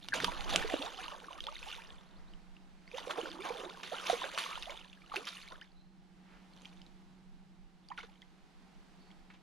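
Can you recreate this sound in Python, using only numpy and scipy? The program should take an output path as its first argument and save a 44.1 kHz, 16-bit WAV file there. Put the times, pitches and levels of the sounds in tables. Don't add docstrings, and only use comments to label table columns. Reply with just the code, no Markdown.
import sys
import numpy as np
from scipy import signal
from scipy.fft import rfft, irfft, next_fast_len
from scipy.io import wavfile
from scipy.ndimage import uniform_filter1d

SR = 44100
rng = np.random.default_rng(int(sys.argv[2]) if len(sys.argv) > 2 else 0)


def transcribe(u):
    v = np.clip(np.atleast_2d(u).T, -1, 1)
    q = np.round(v * 32767).astype(np.int16)
    wavfile.write(sys.argv[1], SR, q)


N = 415422


def amp(db):
    return 10 ** (np.asarray(db) / 20)


def unit(x):
    return x / np.sqrt(np.mean(x ** 2) + 1e-20)


def read(points, hz, axis=1):
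    columns = np.transpose(points)
    return np.interp(np.log(hz + 1), np.log(columns[0] + 1), columns[axis])


def shape(x, gain):
    size = next_fast_len(x.shape[-1] + 4096)
    spectrum = rfft(x, size) * gain(np.fft.rfftfreq(size, 1 / SR))
    return irfft(spectrum, size)[..., :x.shape[-1]]


def colour(x, spectrum):
    return unit(shape(x, lambda hz: amp(read(spectrum, hz))))


def add(mix, s, sound):
    part = mix[max(round(s * SR), 0):][:len(sound)]
    part += sound[:len(part)]


def ring(size, hz, width):
    return unit(shape(rng.standard_normal(size), lambda f: 1 / (1 + (2 * (f - hz) / width) ** 2)))


def flutter(depth_db, hz):
    knots = np.arange(0, N + SR, SR / (2 * hz))
    gains = amp(depth_db * rng.standard_normal(len(knots)))
    return unit(np.interp(np.arange(N), knots, gains))


def surge(s, db, build, fade):
    t = np.arange(N) / SR - s
    slope_db = np.where(t < 0, 10 * t / abs(build), -20 * t / abs(fade))
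    return amp(db + np.maximum(slope_db, -200))


def bubble(first_hz, last_hz, length, swell, fade_db=30, bend=1):
    u = np.arange(int(2 * length * SR) + 2) / (length * SR)
    turns = np.cumsum(first_hz + (last_hz - first_hz) * u) / SR
    onset = np.minimum(u / max(swell, 1e-3), 1)
    decay = amp(-fade_db * np.maximum(u - swell, 0) ** bend)
    return np.sin(2 * np.pi * turns) * onset * decay


SWELL, SWELL_PER_CLIMB = 0.1, 0.42


def swarm(share, low_hz, high_hz, per_s, cycles, spread_db, rise, count=240):
    pitches = np.geomspace(low_hz, high_hz, count)
    kinds = []
    for hz, (life, climb) in zip(pitches, rng.random((count, 2)) ** 2):
        length = cycles * (0.45 + 1.45 * life) / hz
        swell = .06 + SWELL_PER_CLIMB * rise * climb
        kinds.append(hz * bubble(hz, hz * (1 + rise * climb), length, swell))
    draws = rng.random((int(per_s * N / SR), 5))
    sounding = draws[:, -1] < share[(draws[:, 0] * N).astype(int)]
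    when, kind, size, side, _ = draws[sounding].T
    strengths = amp(spread_db * np.minimum(-np.log(1 - size), 3)) * np.sign(side - .5)
    out = np.zeros(N)
    for s, k, strength in zip((when * N / SR).tolist(), (kind * count).astype(int), strengths):
        add(out, s, strength * kinds[k])
    return unit(out / np.sqrt(share))


def clumps(x, depth_db=2.5):
    z = signal.stft(x, nperseg=256)[2]
    patches = uniform_filter1d(rng.standard_normal(z.shape), size=5, axis=0)
    patches = unit(uniform_filter1d(patches, size=10, axis=1))
    return unit(signal.istft(z * amp(depth_db * patches))[1][:len(x)])


# start_s, level_db
HUM_LEVELS = [(0, -62.5), (1.75, -73.5), (2.2, -62.5), (2.8, -69), (4.6, -68.5), (6.9, -61), (8.5, -66.5),
              (9.42, -62.5)]
# pitch_hz, width_hz, level_db against the tone
HUM_RESONANCES = [(174, 44, -3.5), (329, 75, -10.5), (802, 120, -23)]


def hum(tone_hz=185.5, drift_hz=2):
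    tone = unit(np.sin(2 * np.pi * np.cumsum(tone_hz + drift_hz * ring(N, 0, 10)) / SR))
    drone = unit(tone + sum(amp(db) * ring(N, hz, width) for hz, width, db in HUM_RESONANCES))
    level = amp(np.interp(np.arange(N) / SR, *np.transpose(HUM_LEVELS)))
    return level * drone * flutter(depth_db=1.1, hz=2.5)


# pitch_hz, level_db
AIR_COLOUR = [(12, -37), (20, 1.5), (40, -10.5), (61, -12.5), (76, -57), (109, -37.5), (185, -2.5),
              (219, -11.5), (315, -17.5), (427, -23), (560, -28.5), (788, -21.5), (1040, -27),
              (4430, -35.5), (6300, -42), (8200, -46), (10000, -49.5), (15500, -63)]


def air(level_db=-70, dip_db=-7):
    noise = rng.standard_normal(N) + rng.standard_normal((2, N))
    noise = colour(noise, AIR_COLOUR) * flutter(depth_db=2.5, hz=1.1)
    upper = shape(noise.mean(0), lambda hz: hz > 500)
    dipped = shape(noise, lambda hz: amp(dip_db / (1 + (hz / 300) ** 4)))
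    return amp(level_db) / upper.std() * dipped


# start_s (at the height), level_db, build_s (10 dB), fade_s (20 dB)
GUST_TABLE = [(.24, -41, 0.042, 0.67), (.58, -38.5, 0.06, 0.23), (1.85, -55, 1, 2.2), (4.6, -52, .06, 0.22)]


def buffet(gain_db=3.0, breeze_db=-65, apart=0.45):
    push = rng.standard_normal(N) * np.array([[1], [-1]]) + apart * rng.standard_normal((2, N))
    force = np.sqrt(amp(breeze_db) ** 2 + sum(surge(*row) ** 2 for row in GUST_TABLE))
    force = force * flutter(depth_db=3.5, hz=7)
    rumble = [(8, -6.5), (25, 7), (45, -3.5), (90, -17.5), (160, -25.5), (400, -45), (1500, -64.0)]  # Hz, dB
    return amp(gain_db) * force * colour(push, rumble)


# start_s (at the height), churn_db, spray_db, build_s (10 dB), fade_s (20 dB)
STROKE_TABLE = [(.075, -66.5, -58, -1.1, 0.3), (.14, -43.5, -37.5, 0, 0.15),
                (0.248, -41.5, -42, 0.07, 0.28), (.42, -50.5, -50.5, -0.11, 0.4),
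                (0.53, -35, -36.5, 0.05, 0.263), (.725, -44.5, -43, 0.02, 0.42),
                (0.821, -50, -48.5, .005, 0.29), (1.01, -49, -48, 0.04, 0.37),
                (1.13, -52, -58, -0.27, 0.24), (1.339, -55.5, -56, 0.2, 0.54),
                (1.702, -58.5, -48, 0.21, 0.31), (2.975, -50, -46, 0.03, 0.1),
                (3.11, -43, -46, 0.0866, -0.04), (3.19, -42, -46.5, 0.06, 0.33),
                (3.458, -44, -46.5, 0.0544, 0.32), (3.575, -48.5, -50.5, 0, 0.4),
                (3.645, -46.5, -53, 0.09, -0.02), (3.94, -50, -47, 0.13, 0.3),
                (4.104, -42.5, -37.5, 0.1023, 0.2169), (4.239, -47, -45.5, 0.0452, 0.4147),
                (4.392, -53, -39, 0.035, 0.3872), (4.702, -51, -51, 0.01, 0.18),
                (5.169, -46.5, -46.5, 0.0459, 0.15), (5.351, -70.5, -49, 0.15, 0.2748),
                (5.531, -52.5, -59.5, 0.04, 0.1), (6.66, -66.5, -62.5, 0.17, 0.3),
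                (8.03, -73, -63.5, -0.12, 0.38)]


def agitation(settle_db=-19.5, settle_s=0.6):
    power = np.zeros((2, N))
    for s, churn_db, spray_db, build, fade in STROKE_TABLE:
        motion = np.maximum(surge(s, 0, build, fade), surge(s, settle_db, build, settle_s))
        power += (amp([[churn_db], [spray_db]]) * motion) ** 2
    return np.sqrt(power)


def busy(strength, full_db=-42.5, fewest=.15):
    return np.clip(strength / amp(full_db), fewest, 1)


# pitch_hz, level_db
CHURN_COLOUR = [(100, -22), (250, -5.5), (450, -2), (900, 1.5), (1300, -3), (1800, -8), (3000, -39)]


def churn(effort, gain_db=-2, wash_db=-5):
    bubbles = swarm(np.sqrt(busy(effort)), 240.8, 1881, per_s=600, cycles=12, spread_db=3, rise=0.4)
    wash = amp(wash_db) * rng.standard_normal(N) * flutter(depth_db=5.0, hz=60.4)
    return amp(gain_db) * effort * colour(bubbles + wash, CHURN_COLOUR)


# pitch_hz, level_db
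SPRAY_COLOUR = [(150, -29), (600, -12), (1100, -0.5), (1550, -4), (1950, -4), (2700, -0.5), (3500, 0),
                (4500, -7), (5400, -12), (6400, -10.5), (7300, -17), (8000, -17), (8900, -12.5),
                (9900, -15.5), (11300, -24), (13500, -28.5), (16000, -48)]


def spray(thrown, gain_db=-1.5, ticks_per_s=700, tick_db=-1, fizz_db=-7.5, fizz_hz=7000):
    share = busy(thrown)
    bubbles = swarm(share, 900, 11000, per_s=2600, cycles=15, spread_db=3.6, rise=0.42)
    struck = rng.random(N) < share * ticks_per_s / SR
    strengths = amp(3 * np.minimum(rng.exponential(1, N), 3))
    ticks = struck * rng.choice([-1, 1], N) * strengths
    drops = unit(bubbles + amp(tick_db) * unit(ticks / np.sqrt(share)))
    drops = shape(drops, lambda hz: 1 / np.hypot(1, (hz / fizz_hz) ** 2))
    fizz = shape(rng.standard_normal(N), lambda hz: 1 - (1 - amp(fizz_db)) / (1 + (hz / fizz_hz) ** 4))
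    patter = clumps(colour(drops + fizz, SPRAY_COLOUR))
    return amp(gain_db) * thrown * patter * flutter(depth_db=2.0, hz=76.8)


# start_s, level_db (of the thump), pitch_hz (of the cavity),
# burst_db (splatter and slosh, before their own gains), length_s (the burst fades 20 dB in this time)
SMACK_TABLE = [(0.086, -37, 3180, -36, 0.0044), (0.138, -26, 1840, -35, 0.046),
               (0.202, -27, 1500, -31.5, 0.0077), (.244, -31, 3050, -27.5, 0.0074),
               (0.318, -45, 1700, -41, 0.0099), (.408, -46, 3220, -40.5, 0.0034),
               (0.494, -34, 3170, -41.5, 0.035), (0.536, -31.5, 2800, -39.5, .016),
               (0.5602, -10.5, 2970, -24, 0.0028), (0.699, -35, 1880, -37, 0.011),
               (0.74, -20, 595, -37, 0.0067), (3.1072, -25.5, 1347, -38, 0.029),
               (3.1784, -35, 720, -45, 0.069), (3.446, -52, 900, -37, 0.079),
               (3.833, -31, 2500, -44.5, 0.042), (4.1, -39, 1330, -33, 0.014),
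               (4.377, -33, 1270, -31, 0.008), (4.386, -23.5, 2960, -40, 0.043),
               (5.1593, -29, 2200, -34.5, 0.011), (5.27, -45, 2740, -42, 0.04),
               (6.648, -62, 4930, -56.5, 0.0065), (7.9764, -44.5, 2100, -46.5, .018),
               (7.987, -36, 1480, -46, 0.035), (8.03, -60, 1330, -48.5, 0.029),
               (9.302, -57, 1900, -54.5, 0.031), (9.338, -58, 2400, -59, 0.043)]


def smacks(cycles=5, slosh_db=-3, build=.14, sharp_hz=2400, overtone=2.5, overtone_db=-9,
           bright_hz=17000, firm_db=-38, lowest=0.21):
    out = np.zeros(N)
    for s, db, hz, burst_db, length in SMACK_TABLE:
        sharpness, upper_hz = hz / sharp_hz, hz * overtone
        add(out, s, amp(db) * bubble(hz, hz, cycles / hz, 0.12))
        upper = bubble(upper_hz, upper_hz, cycles / hz, 0.075)
        add(out, s, amp(overtone_db + db) * sharpness * upper)
        u = np.arange(SR // 4) / (length * SR)
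        burst = np.minimum(u / build, 1) * amp(burst_db - 20 * (u - build))
        edge_hz = bright_hz * amp(burst_db - firm_db)
        splatter = clumps(colour(rng.standard_normal(len(u)), SPRAY_COLOUR))
        splatter = shape(splatter, lambda f: 1 / np.sqrt(1 + (f / edge_hz) ** 4))
        slosh = shape(ring(len(u), hz, hz), lambda f: 1 - 1 / (1 + (f / (lowest * hz)) ** 4))
        add(out, s - build * length / 2, burst * (sharpness * splatter + amp(slosh_db) * slosh))
    return out


# start_s, level_db, pitch_hz (at first), length_s,
# climb (share by which the pitch rises over one length; below 0 it sinks)
GULP_TABLE = [(0.122, -30, 1760, .012, -0.11), (0.131, -20.5, 1610, 0.012, 0.001),
              (0.235, -29.5, 420, 0.015, 0.17), (0.243, -25.5, 1250, 0.015, -0.0048),
              (0.28, -25.5, 960, 0.023, 0.027), (0.39, -37.5, 804, 0.029, 0.078),
              (0.644, -29.5, 430, 0.029, 0.017), (0.736, -28.5, 317, 0.021, -0.15),
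              (0.79, -39, 259, 0.047, 0.26), (0.802, -41.5, 457, 0.042, 0.53),
              (0.815, -40, 670, 0.036, 0.26), (0.853, -38, 689, 0.039, 0.54),
              (0.987, -40.5, 747, 0.043, 0.036), (1.004, -36.5, 1600, 0.0086, 0.12),
              (1.028, -40, 2330, 0.013, .55), (1.052, -43, 2500, .008, .35), (1.08, -40, 940, 0.024, 0.18),
              (1.123, -45.5, 545, 0.039, 0.19), (1.131, -42.5, 826, 0.031, 0.18),
              (1.24, -44, 1220, .013, 0.56), (1.283, -38.5, 1150, 0.015, -0.065),
              (1.304, -40.5, 915, 0.027, 0.31), (1.383, -41, 1240, 0.015, -0.016),
              (1.468, -38.5, 785, 0.029, 0.43), (1.485, -30.5, 1140, 0.011, 0.12),
              (1.524, -40.5, 850, 0.014, 0.082), (1.666, -41.5, 740, 0.034, 0.36),
              (1.734, -42, 1530, 0.0098, -0.078), (1.781, -44, 927, 0.031, -0.026),
              (1.792, -50.5, 1320, 0.022, 0.57), (2.934, -38, 448, 0.046, 0.42),
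              (2.982, -31.5, 860, 0.0084, 0.2), (3.072, -34.5, 490, 0.016, 0.05),
              (3.181, -30, 418, 0.029, 0.24), (3.231, -36, 335, 0.018, 0.15),
              (3.257, -31, 1470, 0.0072, 0.00092), (3.387, -40.5, 333, 0.058, 0.43),
              (3.503, -30.5, 457, 0.023, 0.13), (3.631, -40, 390, 0.036, 0.13),
              (3.916, -31.5, 500, 0.022, 0.8), (3.929, -35, 473, 0.02, 0.24),
              (3.94, -35, 1240, 0.021, 0.29), (4.097, -19, 665, 0.018, 0.21),
              (4.129, -24, 508, 0.021, -0.1), (4.217, -30, 1007, 0.013, .03), (4.239, -38, 522, 0.032, 0.3),
              (4.241, -28.5, 1580, 0.0083, 0.019), (4.462, -31, 1090, 0.0082, 0.091),
              (4.576, -31.5, 900, .008, 0.22), (4.665, -41, 514, .03, 0.84),
              (4.785, -46.5, 1990, 0.017, 0.62), (4.848, -54.5, 985, 0.042, .02),
              (4.973, -54.5, 1720, 0.017, -.12), (5.037, -56, 1220, .024, .1),
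              (5.115, -37, 1400, 0.019, -0.46), (5.141, -30, 800, 0.014, 0.085),
              (5.139, -30, 1150, 0.0048, 0.0059), (5.159, -38.5, 341, 0.059, 0.41),
              (5.612, -45.5, 1300, 0.021, 0.71), (6.655, -50, 1970, 0.0092, 0.56),
              (7.902, -40.5, 790, 0.032, 0.27), (7.915, -32, 1085, 0.011, -0.16),
              (7.917, -47, 1700, .016, 0.26), (7.979, -37.5, 1666, 0.016, -0.42),
              (7.989, -44.5, 875, 0.012, 0.06), (8.002, -43.5, 2080, 0.014, 0.16),
              (8.035, -49, 468, 0.028, -0.15), (8.087, -54.5, 805, 0.024, 0.19),
              (8.225, -49, 1940, 0.0083, 0.11)]


def gulps(gain_db=-1, rough=0.14, overtone=2.4, overtone_db=-15):
    out = np.zeros(N)
    for s, db, hz, length, climb in GULP_TABLE:
        swell = abs(SWELL + SWELL_PER_CLIMB * abs(climb))
        add(out, s, amp(db) * bubble(hz, hz * (1 + climb), length, swell, bend=1.17))
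        upper = bubble(hz * overtone, hz * overtone * (1 + climb), length, 2 * swell)
        ragged = upper * ring(len(upper), 0, hz / 2)
        add(out, s, amp(db + overtone_db) * np.sqrt(abs(climb)) * ragged)
    return amp(gain_db) * out * (1 + rough * ring(N, 0, 400))


# start_s (at the height), level_db
SHOVE_TABLE = [(.24, -46.5), (.58, -46)]


def thuds(build_s=0.082, fade_s=0.096):
    return sum(surge(s, db, build_s, fade_s) for s, db in SHOVE_TABLE) * ring(N, 197, 184)


# start_s, level_db, pitch_hz (at first)
DRIP_TABLE = [(.5602, -21.5, 6430), (.625, -29.5, 1740), (0.743, -32.5, 2780), (.825, -33, 2670),
              (.945, -39, 3000), (.979, -36.5, 3040), (1.0814, -33.5, 2800), (1.33, -39, 2870),
              (1.4051, -30.5, 3170), (1.44, -37, 3720), (1.4681, -28.5, 3320), (1.565, -40, 2050),
              (1.6285, -34.5, 2510), (1.687, -36, 2900), (1.715, -35.5, 2800), (1.752, -38.5, 3480),
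              (1.82, -42.5, 2420), (2.3364, -48.5, 2960), (2.5664, -51, 2720), (2.8774, -46.5, 2100),
              (2.915, -40.5, 2430), (2.9846, -34, 3450), (3.11, -28.5, 3330), (3.213, -30.5, 2950),
              (3.3156, -35.5, 3430), (3.4195, -39, 2320), (3.491, -40, 2400), (3.571, -36.5, 3500),
              (3.699, -38, 3520), (3.953, -36, 3660), (3.984, -34.5, 2930), (4.068, -35, 3900),
              (4.07, -30.5, 5530), (4.099, -27, 3740), (4.24, -42, 3300), (4.438, -32, 3220),
              (4.464, -40, 2210), (4.53, -36, 2260), (4.5557, -32, 3100), (4.6244, -32.5, 3660),
              (4.63, -37.5, 2670), (4.657, -36.5, 3350), (4.696, -37, 2150), (4.7046, -36.5, 3000),
              (4.758, -43.5, 3010), (4.847, -47, 2740), (4.93, -45, 2660), (5.019, -48, 2280),
              (5.062, -50, 2810), (5.1655, -23, 2620), (5.254, -38.5, 5500), (5.288, -31, 4600),
              (5.353, -43, 4200), (5.415, -44, 2720), (5.486, -42.5, 3900), (5.522, -43.5, 3500),
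              (5.6131, -39.5, 2980), (6.536, -52, 4170), (6.564, -55, 5700), (6.575, -51, 3200),
              (6.589, -58, 2980), (6.619, -49, 6550), (6.649, -47.5, 2310), (6.655, -37.5, 3180),
              (6.692, -54, 4400), (6.773, -55.5, 3430), (6.8169, -49, 3050), (6.817, -50.5, 4900),
              (6.8647, -50.5, 3900), (7.887, -44, 4580), (7.902, -47, 3030), (8.011, -43, 2910),
              (8.219, -42.5, 3200), (9.1045, -53, 2150), (9.114, -51.5, 3150)]


def drips(cycles=18, rise=1.062, tick_db=-11, tick_s=.0025, tick_low_hz=1600, tick_hz=6000,
          overtone_db=-15, overtone=2.0):
    rings, ticks = np.zeros(N), np.zeros(N)
    t = np.arange(SR // 20) / SR
    for s, db, hz in DRIP_TABLE:
        small_hz = hz * overtone * rng.uniform(0.68, 1.125)
        add(rings, s, amp(db) * bubble(hz, hz * rise, cycles / hz, 0.053))
        small = bubble(small_hz, small_hz * rise, cycles / small_hz, 0.11)
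        add(rings, s, amp(db + overtone_db) * small)
        add(ticks, s, amp(db + tick_db) * np.exp(-t / tick_s))
    impacts = ticks * colour(rng.standard_normal(N), SPRAY_COLOUR)
    return rings + shape(impacts, lambda f: f / np.hypot(f, tick_low_hz) / np.hypot(1, f / tick_hz))


# start_s, length_s, level_db (rms over the length), first_hz, last_hz
GURGLE_TABLE = [(0.696, 0.029, -44, 740, 626), (0.831, 0.05, -50.5, 596, 910),
                (1.439, 0.077, -57, 480, 577), (3.078, 0.041, -51, 515, 596),
                (3.235, .045, -50.5, 602, 426), (3.24, 0.13, -56.5, 300, 313),
                (3.449, 0.054, -46.5, 1025, 880), (3.527, 0.14, -51.5, 468, 345),
                (3.631, 0.052, -50.5, 523, 1020), (4.333, 0.036, -52, 520, 740),
                (4.486, 0.082, -50, 1090, 1284), (4.69, 0.069, -54.5, 525, 910),
                (5.508, 0.039, -55, 926, 1180)]


def gurgles(per_s=95, cycles=16, rise=0.159, scatter_octaves=0.074, spread_db=3):
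    out = np.zeros(N)
    for s, length, db, first_hz, last_hz in GURGLE_TABLE:
        count = int(per_s * length) + 1
        chain = np.zeros(SR // 2)
        for k, (late, pitch, size) in enumerate(rng.uniform(-0.99, 1, (count, 3))):
            u = (k + (late + 1) / 4) / count
            hz = first_hz * (last_hz / first_hz) ** u * 2 ** (scatter_octaves * pitch)
            pocket = bubble(hz, hz * (1 + rise), cycles / hz, 0.176)
            add(chain, u * length, amp(spread_db * size) * pocket)
        add(out, s, amp(db) * chain * np.sqrt(length * SR / np.sum(chain ** 2)))
    return out


# start_s (at the height), level_db, build_s (10 dB), fade_s (20 dB), pitch_hz
SWISH_TABLE = [(1.92, -60, .12, .2, 900), (2.19, -66, .2, .5, 900), (6.34, -63, .1, .22, 1400)]


def swish(width=1.8):
    return sum(surge(s, db, build, fade) * ring(N, hz, width * hz)
               for s, db, build, fade, hz in SWISH_TABLE)


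# start_s, level_db, first_hz, last_hz (after one length), length_s
WHISTLE_TABLE = [(2.055, -72, 3420, 4700, 0.033), (2.158, -66, 3800, 5100, 0.04),
                 (2.266, -64, 3500, 4600, 0.047), (2.859, -65, 3910, 5530, 0.052),
                 (5.737, -69.5, 4000, 4100, 0.12), (8.986, -67.5, 4450, 4420, 0.11)]


def whistles():
    out = np.zeros(N)
    for s, db, first_hz, last_hz, length in WHISTLE_TABLE:
        add(out, s, amp(db) * bubble(first_hz, last_hz, length, 0.38, fade_db=14))
    return out * (.6 + .7 * ring(N, 0, 340))


# pitch_hz, left_minus_right_db, left_lead_rad
PORT_TABLE = [(200, -2, 0), (480, -7.5, .05), (790, -8.5, 1), (1150, -1.5, 1.25), (1700, 1, .7),
              (2400, -2.5, .2), (4000, -3, .1), (5300, -6, -.1), (6700, -3, .2), (7400, 2, .8),
              (8300, -4, 3.3), (10400, -14, 4.8), (12000, -1.5, 6.2)]


def ports(x):
    def gains(hz):
        ratio, lead = amp(read(PORT_TABLE, hz)), read(PORT_TABLE, hz, axis=2)
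        return np.array([ratio * np.exp(1j * lead), np.ones(len(hz))]) * 2 / (1 + ratio)
    return shape(x, gains)


def scatter(x, gain_db=-4, low_hz=7200, t60=.03, turns_per_s=1.7, count=4):
    t = np.arange(SR // 20) / SR
    treble = shape(x, lambda hz: 1 - 1 / (1 + (hz / low_hz) ** 4))
    out = np.zeros((2, N))
    for k in range(count):
        taps = unit(rng.standard_normal((2, len(t))) * amp(-60 * t / t60)) / np.sqrt(len(t))
        turn = np.pi * (k + 1) * turns_per_s * np.arange(N) / SR + k
        share = np.cos(turn) * np.sqrt(2 / count)
        out += signal.oaconvolve((share * treble)[None], taps, axes=1)[:, :N]
    return amp(gain_db) * out


def lake(x, wet_db=-12, t60=0.19, shore_db=-31, shore_t60=0.97):
    t = np.arange(SR) / SR
    near, far = rng.standard_normal((2, 2, SR))
    ripples = amp(wet_db) * unit(near * amp(-60 * t / t60))
    shore = amp(shore_db) * unit(far * amp(-60 * t / shore_t60))
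    return signal.fftconvolve(x[None], (ripples + shore) / np.sqrt(SR), axes=1)[:, :N]


def scene():
    background = hum() + air() + buffet() + whistles()
    effort, thrown = agitation()
    water = churn(effort) + spray(thrown) + smacks() + gulps() + thuds() + drips() + gurgles() + swish()
    return ports(water) + scatter(water) + lake(water) + background * amp([[-1.3], [1.3]])


def record(dry):
    low_pass = signal.firwin(511, 15500, window=("kaiser", 9), fs=SR)
    return signal.oaconvolve(dry, low_pass[None], "same")


dry = scene()
out = record(dry)
transcribe(out)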